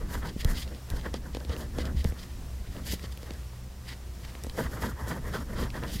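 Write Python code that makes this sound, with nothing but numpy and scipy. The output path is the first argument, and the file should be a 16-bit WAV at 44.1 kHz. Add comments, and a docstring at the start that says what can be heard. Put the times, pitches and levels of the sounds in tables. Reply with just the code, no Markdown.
"""Nib writing on a paper pad

A metal nib writes on a pad in a quiet room, a microphone lying close on foam on the same desk.
Paper fibres pluck the nib: random plucks ring sheet, pad and tines. The hand slides with a brighter
hiss; taps tick (short crackle) and thump (smooth pushes ringing the desk). Behind: a wavering low hum
of drifting sines and rumble, a faint pulsing high tone, and coloured room and microphone hiss."""
import sys
import numpy as np
from scipy import signal
from scipy.fft import rfft, irfft
from scipy.io import wavfile
from scipy.ndimage import uniform_filter1d

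SR = 44100
rng = np.random.default_rng(int(sys.argv[2]) if len(sys.argv) > 2 else 0)


def transcribe(u):
    """Save the signal u as a 16-bit wav file named by the first command-line argument.

    u: samples, shape (n,) or (channels, n), limited to [-1, 1]; the rate is SR.
    q: integer samples, one column per channel.
    """
    v = np.clip(np.atleast_2d(u).T, -1, 1)
    q = np.round(v * 32767).astype(np.int16)
    wavfile.write(sys.argv[1], SR, q)


def undo_db(level):
    """Turn decibels back into plain size, where 20 dB means ten times bigger."""
    steps = np.asarray(level, float) / 20
    return 10 ** steps


N = 264600
T = np.arange(N) / SR

# Strokes of the nib. Each row: time of peak in seconds, length in seconds, sheet scratch in dB rms,
# gain of the pad drag relative to the sheet in dB, gain of the airy top relative to the sheet in dB.
STROKES = [(0.023, 0.065, -48.5, 5.5, -13), (0.141, 0.11, -42, -1.5, -8.5), (0.261, 0.083, -40, 0.5, -15),
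           (0.408, 0.047, -59.5, -3, 10), (0.506, 0.12, -41.5, 1, -7.5), (0.594, 0.074, -57.5, 2, 10.5),
           (.716, 0.15, -56.5, 8.5, -13), (0.914, 0.046, -47, 1, -7), (0.97, 0.078, -48, 3, -10),
           (1.064, 0.051, -42, 2, -12.5), (1.15, .05, -45.5, 5, -21), (1.258, 0.075, -52, 3, -7),
           (1.403, .14, -55, 6, -9), (1.526, 0.1, -47, 4.5, -18), (1.6, 0.11, -44.5, 3, -7.5),
           (1.779, 0.096, -43, 4, -13), (1.855, 0.12, -45, 5.5, -13.5), (1.985, 0.065, -58, 5, -1),
           (2.07, .1, -52, 4, -5), (2.203, 0.17, -54, -1.5, -3.5), (2.778, 0.091, -50.5, 5, -8),
           (2.878, 0.048, -48, 1, 3.5), (2.92, 0.068, -52.5, 3, 11.5), (3.06, 0.37, -60.5, -1, -1.5),
           (3.3, 0.28, -56.5, 1, -12), (3.91, 0.15, -57.5, 2, -2.5), (4.35, 0.52, -63, 3.5, -3),
           (4.545, 0.051, -52, 3, -8), (4.599, 0.076, -36.5, 5, -9.5), (4.655, 0.051, -41, -4, -10),
           (4.758, 0.13, -43.5, 2, -9), (4.844, 0.078, -35.5, 2, -11), (4.902, 0.069, -44.5, -9, -6),
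           (5.017, 0.15, -45.5, -1, -11.5), (5.105, 0.079, -35.5, 0.5, -11.5),
           (5.164, 0.049, -43.5, 5, -11), (5.276, 0.094, -42.5, 1.5, -13), (5.356, 0.073, -37.5, .6, -12),
           (5.404, 0.064, -45.5, 1, -7.5), (5.519, .09, -43.5, 2.2, -11.5),
           (5.609, 0.094, -37.5, 2.5, -12.5), (5.657, 0.059, -43, -6, -14), (5.765, 0.054, -37.5, 1, -14.5),
           (5.841, 0.071, -43, 2.5, -10), (5.891, 0.073, -51.5, 8, -4), (5.936, 0.079, -55.5, 5, 12)]
NIB_REST_DB = -67.5  # gain between strokes


def level(x, db):
    """Scale to an rms level."""
    return x * undo_db(db) / np.sqrt(np.mean(x ** 2))


def peak(x, db):
    """Scale to a peak level."""
    return x * undo_db(db) / abs(x).max()


def resonance(x, hz, width_hz):
    """Two-pole band-pass, gain 1 at the centre."""
    return signal.lfilter(*signal.iirpeak(hz, hz / width_hz, fs=SR), x)


def body(x, modes, ratio=-1):
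    """Sum of resonances, mode k weighted by ratio ** k; by default neighbours have opposite sign."""
    out = np.zeros(len(x))
    for k, (hz, width_hz, db) in enumerate(modes):
        out += ratio ** k * undo_db(db) * resonance(x, hz, width_hz)
    return out


def band(x, lo_hz, hi_hz):
    """Butterworth band-pass."""
    return signal.sosfilt(signal.butter(2, [lo_hz, hi_hz], "band", fs=SR, output="sos"), x)


def walk(rate_hz):
    """Random levels held 1 / rate_hz seconds and smoothed twice; spread near 1."""
    hold = int(SR / rate_hz)
    steps = np.repeat(rng.standard_normal(N // hold + 1), hold)
    return 1.338 * uniform_filter1d(uniform_filter1d(steps, hold), hold)[:N]


def fibres(spread_db, patchy_db, patch_rate_hz):
    """Dense tiny plucks, some stronger up to a limit, in patches of rougher and smoother paper."""
    tall = np.minimum(rng.exponential(size=N), 5)
    return rng.standard_normal(N) * undo_db(spread_db * tall + patchy_db * walk(patch_rate_hz))


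def hiss(spectrum, db):
    """Steady noise of a given colour; its rms level is set in the band 266-13000 Hz."""
    hz, colour_db = np.transpose(spectrum)
    f = np.fft.rfftfreq(N, 1 / SR) + 1  # +1 avoids log(0)
    colour = undo_db(np.interp(np.log(f), np.log(hz), colour_db))
    x = irfft(rfft(rng.standard_normal(N)) * colour, N)
    return x * undo_db(db) / np.std(band(x, 266, 13000))


def gestures(rows, peak_dbs, rest_db, roundness=1.69):
    """Gain of gestures that swell and fade by one rule, summed in power over a resting level."""
    edge_db = 12  # drop from peak to either end of the length
    rise_share = 0.49  # part of the length spent rising
    power = np.full(N, undo_db(rest_db) ** 2)
    for (s, length_s), peak_db in zip(np.array(rows)[:, :2], peak_dbs):
        away = np.where(T < s, (s - T) / rise_share, (T - s) / (1 - rise_share)) / length_s
        near = away < 4
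        power[near] += undo_db(peak_db - edge_db * away[near] ** roundness) ** 2  # roundness 1 = pointed
    return np.sqrt(power)


def room():
    """Hiss of room and microphone, wavering a little."""
    # Each row: frequency in Hz, relative density in dB per Hz.
    spectrum = [(53, -51), (90, -28), (125, 0.5), (148, -16), (188, -14.5), (290, -39), (345, -16),
                (410, -24.5), (532, -22.5), (1680, -31), (2130, -31.5), (5780, -34), (16000, -41.5)]
    return hiss(spectrum, -54.5) * undo_db(0.95 * walk(5.1))


def channel_hiss():
    """Faint coloured noise for the difference between the channels."""
    # Each row: frequency in Hz, relative density in dB per Hz.
    spectrum = [(59, -77), (100, -47), (174, -9), (398, -5), (2370, -7.5), (8640, -10), (14400, -14),
                (16000, -20)]
    return hiss(spectrum, -67.5)


def hum():
    """A low hum that wavers in level and pitch, blurred by rumble, with thinner tones above it."""
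    # Each row: frequency in Hz, wander in Hz, relative level in dB.
    hum_modes = [(62, 2.5, 0), (74, 3, -7)]
    # Each row: frequency in Hz, level in dB rms, wavering in dB.
    thin_tones = [(121, -54, 1.5), (184, -60, 2.5), (1176, -77, 2.)]
    # Each row: time of peak in seconds, length in seconds, level of the hum without rumble in dB rms.
    swells = [(.05, 0.095, -39), (.22, .13, -34), (0.585, 0.37, -40.5), (1.136, 0.24, -38.5),
              (1.363, .13, -33.5), (1.5, 0.065, -32.5), (1.61, 0.081, -33), (1.83, 0.13, -32),
              (1.994, .16, -27.5), (2.108, 0.14, -32.5), (2.51, 0.13, -34), (2.6, 0.08, -32),
              (2.69, 0.075, -34), (2.93, 0.08, -36), (3.38, 0.049, -43), (4.683, 0.11, -33.5),
              (4.828, .1, -32.5), (4.928, 0.072, -32), (5.057, 0.076, -33), (5.295, 0.11, -39),
              (5.42, 0.065, -34), (5.622, 0.11, -33.5), (5.809, 0.053, -31), (5.945, 0.056, -33.5)]
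    rest_db, rest_waver_db = -42, 2.5  # between swells
    wobble = np.zeros(N)
    for hz, wander_hz, db in hum_modes:
        phase = 2 * np.pi * np.cumsum(hz + wander_hz * walk(12)) / SR
        wobble += undo_db(db) * np.sin(phase)
    rumble = level(band(rng.standard_normal(N), 57, 102.4), -7.5)
    tones = np.zeros(N)
    for hz, db, waver_db in thin_tones:
        tones += undo_db(db + waver_db * walk(5.84)) * np.sqrt(2) * np.sin(2 * np.pi * hz * T)
    swell = gestures(swells, np.transpose(swells)[-1], rest_db + rest_waver_db * walk(16))
    return swell * (level(wobble, 0) + rumble) + tones


def chirps():
    """Evenly spaced pulses of one high tone, like a distant cricket, wavering in level and pitch."""
    # Each row: first pulse in seconds, end of the train in seconds (exclusive), level in dB rms.
    trains = [(.16, 1.9, -72), (2.09, 2.5, -67), (3.09, 4.72, -68), (5.02, 6, -66)]
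    period_s, length_s, rest_db, tone_hz = 0.134, 0.075, -81, 5563
    rows = []
    for first_s, end_s, db in trains:
        rows += [(s, length_s, db) for s in np.arange(first_s, end_s, period_s)]
    rows = np.array(rows)
    gain = gestures(rows, rows[:, -1], rest_db, roundness=3) * undo_db(2.5 * walk(4))
    phase = 2 * np.pi * np.cumsum(tone_hz + 6 * walk(25)) / SR
    return gain * np.sqrt(2) * np.sin(phase)


def drag():
    """Gain of each stroke's pull on the pad."""
    drag_dbs = [db + pad_db for _, _, db, pad_db, _ in STROKES]
    return gestures(STROKES, drag_dbs, NIB_REST_DB + 2.5)


def desk():
    """Thumps ring the desk on its foam; the leaning hand sways it and each stroke flexes the board."""
    # Hand coming down. Each row: start in seconds, push height in dB before the desk rings,
    # push length in ms, initial rocking in dB rms.
    thumps = [(0.363, -19, 2.2, -44), (0.452, -8.5, 8.6, -37), (.481, -14, 18, -28),
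              (.911, -16.5, 14.2, -29), (1.945, -20, 6.7, -42), (2.0532, -10, 7.1, -30),
              (2.934, -17, 1.9, -58), (3.039, -23.5, 2.2, -62), (4.47, -26.5, 2.6, -40),
              (5.955, -22, 5.7, -45)]
    # Each row: frequency in Hz, width in Hz, level in dB before the mode ratio.
    desk_modes = [(29.8, 23, -7), (72.7, 27, -3.5), (179, 135, 1)]
    # Weight of the working hand. Each row: time in seconds, relative level in dB.
    lean_points = [(0.0, -43), (0.43, -45.5), (0.67, -54), (0.89, -50), (0.98, -51), (2.86, -48.5),
                   (3.42, -60), (3.64, -51), (4.09, -57), (6.0, -42)]
    rock_t60_s, flex_lag_s = 0.5, 0.027
    push, rock = np.zeros(N), np.zeros(N)
    for s, db, push_ms, rock_db in thumps:
        i, n = int(s * SR), int(push_ms * SR / 1000)
        push[i:i + n] += undo_db(db) * np.hanning(n)
        rock[i:] += undo_db(rock_db - 60 * T[:N - i] / rock_t60_s)
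    thump = 1.53 * body(push, desk_modes, ratio=0.8)

    lean = undo_db(np.interp(T, *np.transpose(lean_points)) + 4.6 * walk(9))
    sway = level(band(rng.standard_normal(N), 13.3, 53.6), 0)
    shiver = fibres(spread_db=2.0, patchy_db=0.8, patch_rate_hz=40)
    flex = level(band(shiver, 106.6, 262), 0)
    keep = np.exp(-1 / (flex_lag_s * SR))
    bend = undo_db(0.5) * signal.lfilter([1 - keep], [1, -keep], drag())  # smeared drag
    return thump + (undo_db(3.5) * lean + rock) * sway + (bend + undo_db(-8.5) * lean) * flex


def ticks():
    """Each tick is a snap with a few ms of crackle round its centre, a sharp top and a pad knock."""
    # Nib and paper. Each row: start in seconds, snap peak in dB, snap centre in Hz,
    # top end peak in dB, pad knock peak in dB.
    tick_rows = [(0.4471, -23, 3800, -22, -26), (0.6772, -36, 3110, -46, -38),
                 (0.7477, -39, 3230, -51, -40), (0.9018, -29, 3700, -30.5, -42),
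                 (0.936, -44, 3190, -52, -30), (1.012, -37, 3100, -54, -45), (1.141, -25, 3540, -51, -22),
                 (1.3483, -28, 2840, -40, -25.5), (1.369, -33, 3280, -45, -24),
                 (1.403, -35.5, 3650, -51, -41), (1.4494, -33, 3000, -48, -35.5),
                 (1.495, -35, 3300, -52, -32.5), (1.5646, -32, 2360, -48, -31),
                 (1.747, -47, 3430, -50, -37), (1.7854, -30, 3180, -50, -19.5),
                 (1.854, -31, 3320, -44, -32), (2.0438, -28, 3970, -26.5, -29),
                 (2.0485, -31, 2140, -48, -22.5), (2.1, -49, 4530, -40, -53), (2.1222, -39, 1880, -53, -33),
                 (2.7662, -36, 2340, -51, -46), (2.9372, -29, 4210, -40, -29),
                 (2.995, -34.5, 2760, -50, -51), (3.03, -42, 3590, -45, -42), (3.042, -46, 3110, -50, -34),
                 (3.124, -40, 4310, -38, -46), (3.1746, -35, 3210, -37, -42), (3.2304, -38, 3710, -51, -35),
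                 (3.307, -31.5, 3150, -60, -28.5), (3.319, -43, 3530, -52, -42),
                 (3.337, -39, 4380, -43, -47), (4.2498, -34, 2490, -48, -41),
                 (4.3518, -35, 2270, -52, -37.5), (4.437, -33, 3900, -27.5, -40),
                 (4.446, -37.5, 2380, -40, -31.5), (4.467, -33.5, 3970, -43, -28.5),
                 (4.4972, -31, 2860, -43, -39), (4.5735, -41, 1830, -45, -38), (4.628, -50, 2210, -45, -39),
                 (5.074, -44, 1830, -49.5, -30), (5.7032, -30.5, 3080, -48, -53),
                 (5.752, -42, 1780, -47, -34), (5.836, -28, 1980, -45, -28)]
    # Pad on the desk when tapped. Each row: frequency in Hz, width in Hz, relative level in dB.
    knock_modes = [(262, 120, -1.5), (500, 85, 1.5), (780, 490, -9)]
    n = 1800
    out, t = np.zeros(N), np.arange(n) / SR
    knock = body(t * np.exp(-t / 0.00018), knock_modes)
    for s, db, hz, top_db, knock_db in tick_rows:
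        i = int(s * SR)
        decay = np.exp(-t / 0.0014) + 0.084 * np.exp(-t / 0.0042)
        crackle = np.sign(rng.standard_normal(n)) * decay
        crackle[0] = -4.0  # the snap
        snap = resonance(resonance(crackle, hz, 1.16 * hz), hz, 1.16 * hz)
        top = band(crackle, 4400, 12300)
        out[i:i + n] += peak(snap, db) + peak(top, top_db) + peak(knock, knock_db)
    return out


def hand():
    """Skin hisses brighter than the nib; its lowest ring comes out when the hand presses flat."""
    # Skin on the sheet. Each row: time of peak in seconds, length in seconds, level in dB rms,
    # lowest ring relative to that in dB.
    slides = [(.01, 0.087, -63, 2), (0.132, .1, -55, 1.5), (0.25, 0.043, -52.5, -1),
              (0.281, 0.052, -45, -7), (0.409, 0.058, -41, -3.5), (.5, .09, -53, 0),
              (0.588, 0.12, -42, -7.5), (.685, 0.026, -53, -4), (0.763, .1, -60, -5), (0.966, .07, -54, -9),
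              (1.068, .05, -53.5, -4), (1.157, 0.043, -46.5, -6), (1.353, 0.05, -55, -4),
              (1.521, .075, -47, -8.5), (1.62, .08, -55.5, -11), (1.804, 0.062, -45.5, -4.5),
              (1.864, 0.038, -49.5, -4), (1.993, 0.06, -43.5, -6), (2.065, .06, -53.5, -7),
              (2.212, 0.077, -48.5, -7), (2.296, 0.094, -58.5, -4), (2.676, 0.031, -57.5, -1),
              (2.75, 0.11, -58.5, -4), (2.907, 0.12, -41, -6.5), (2.996, .08, -56, -6),
              (3.046, 0.037, -48.5, -7), (3.126, 0.031, -54, -7), (3.268, 0.18, -59, -3),
              (3.9, 0.095, -48, -2), (4.268, .11, -56.5, -0.5), (4.458, .1, -60.5, -1),
              (4.624, 0.13, -55, -4), (4.847, 0.067, -47.5, -4), (5.108, 0.089, -54, -2),
              (5.366, .11, -48.5, -5), (5.609, .11, -48.5, -4), (5.77, 0.091, -55, -7),
              (5.925, 0.12, -44, -7.5), (5.995, 0.025, -42.5, -5)]
    # Each row: frequency in Hz, width in Hz, relative level in dB (no effect in the first, set per slide).
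    skin_modes = [(1940, 280, 2.5), (3090, 440, 6.5), (3780, 820, 3), (4830, 630, 5.5), (7800, 7800, -8.5),
                  (10800, 3100, -18)]
    rest_db, roundness = -72, 2.8  # flatter tops than the strokes
    rub = fibres(spread_db=3.0, patchy_db=3.0, patch_rate_hz=110)
    db, low_db = np.transpose(slides)[-2:]
    upper = level(body(rub, skin_modes[1:]), 0)
    lowest = level(body(rub, skin_modes[:1]), 0)
    upper_gain = gestures(slides, db, rest_db, roundness)
    lowest_gain = gestures(slides, db + low_db, rest_db, roundness)
    return upper_gain * upper - lowest_gain * lowest


def nib():
    """Plucks ring the sheet, drag dully in the pad and leave the tines as an airy scratch."""
    # Rings of the top sheet. Each row: frequency in Hz, width in Hz, relative level in dB before wander.
    sheet_modes = [(945, 226, 0), (1320, 343, -1), (1550, 210, 2), (1880, 273, -2.5)]
    # Low rings of the pad. 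Each row: frequency in Hz, width in Hz, relative level in dB.
    pad_modes = [(218, 33, 1), (348, 56, -0.5), (461, 70, 5), (639, 156, -2)]
    # Airy rings of the nib. Each row: frequency in Hz, width in Hz, relative level in dB.
    nib_modes = [(4800, 1160, -0.5), (7050, 1540, 4.5), (10160, 2100, -2), (11500, 470, 5.5),
                 (13040, 1400, 0), (15200, 1100, -7)]
    # One ring of the tines: frequency in Hz, width in Hz, level in dB rms before the stroke gain.
    tine_ring = (3310, 410, -15)
    sheet_edge_hz = 2400  # the sheet stops radiating above this
    colour_db, colour_rate_hz = 1.5, 22  # each sheet ring wanders as the nib turns
    tine_growth, tine_pivot_db = 0.36, -36  # extra dB per dB of stroke above the pivot, less below
    db, air_db = np.transpose(STROKES)[[2, 4]]

    plucks = fibres(spread_db=3.0, patchy_db=2.5, patch_rate_hz=110)
    rings = np.zeros(N)
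    for k, mode in enumerate(sheet_modes):
        rings += (-1) ** k * undo_db(colour_db * walk(colour_rate_hz)) * body(plucks, [mode])
    sheet = level(band(rings, 410, sheet_edge_hz), 0)
    pad = level(body(plucks, pad_modes), -2.24)
    tine_hz, tine_width_hz, tine_db = tine_ring
    tine = level(resonance(plucks, tine_hz, tine_width_hz), tine_db)
    fine = fibres(spread_db=4.0, patchy_db=2.5, patch_rate_hz=54)
    air = level(body(fine, nib_modes) + 0.33 * band(fine, 1900, 14000), 0.41)

    sheet_gain = gestures(STROKES, db, NIB_REST_DB)
    tine_gain = gestures(STROKES, db + tine_growth * (db - tine_pivot_db), NIB_REST_DB)
    air_gain = gestures(STROKES, db + air_db, NIB_REST_DB + 1.0)
    return sheet_gain * sheet + drag() * pad + tine_gain * tine + air_gain * air


def scene():
    """One microphone feeds both channels; they differ only by a faint coloured noise, added to one and taken
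    from the other."""
    mono = room() + hum() + chirps() + desk() + ticks() + hand() + nib()
    apart = channel_hiss()
    return np.array([mono + apart, mono - apart])


def low_pass(x):
    """Removes everything above the highest recorded frequency."""
    return signal.sosfilt(signal.butter(12, 16670, fs=SR, output="sos"), x)


def record(dry):
    """A steep elliptic low-pass cuts the top above 15.8 kHz."""
    cut = signal.ellip(8, 0.2, 50, 15800, fs=SR, output="sos")
    mix = signal.sosfilt(cut, dry)
    return low_pass(mix)


dry = scene()
out = record(dry)
transcribe(out)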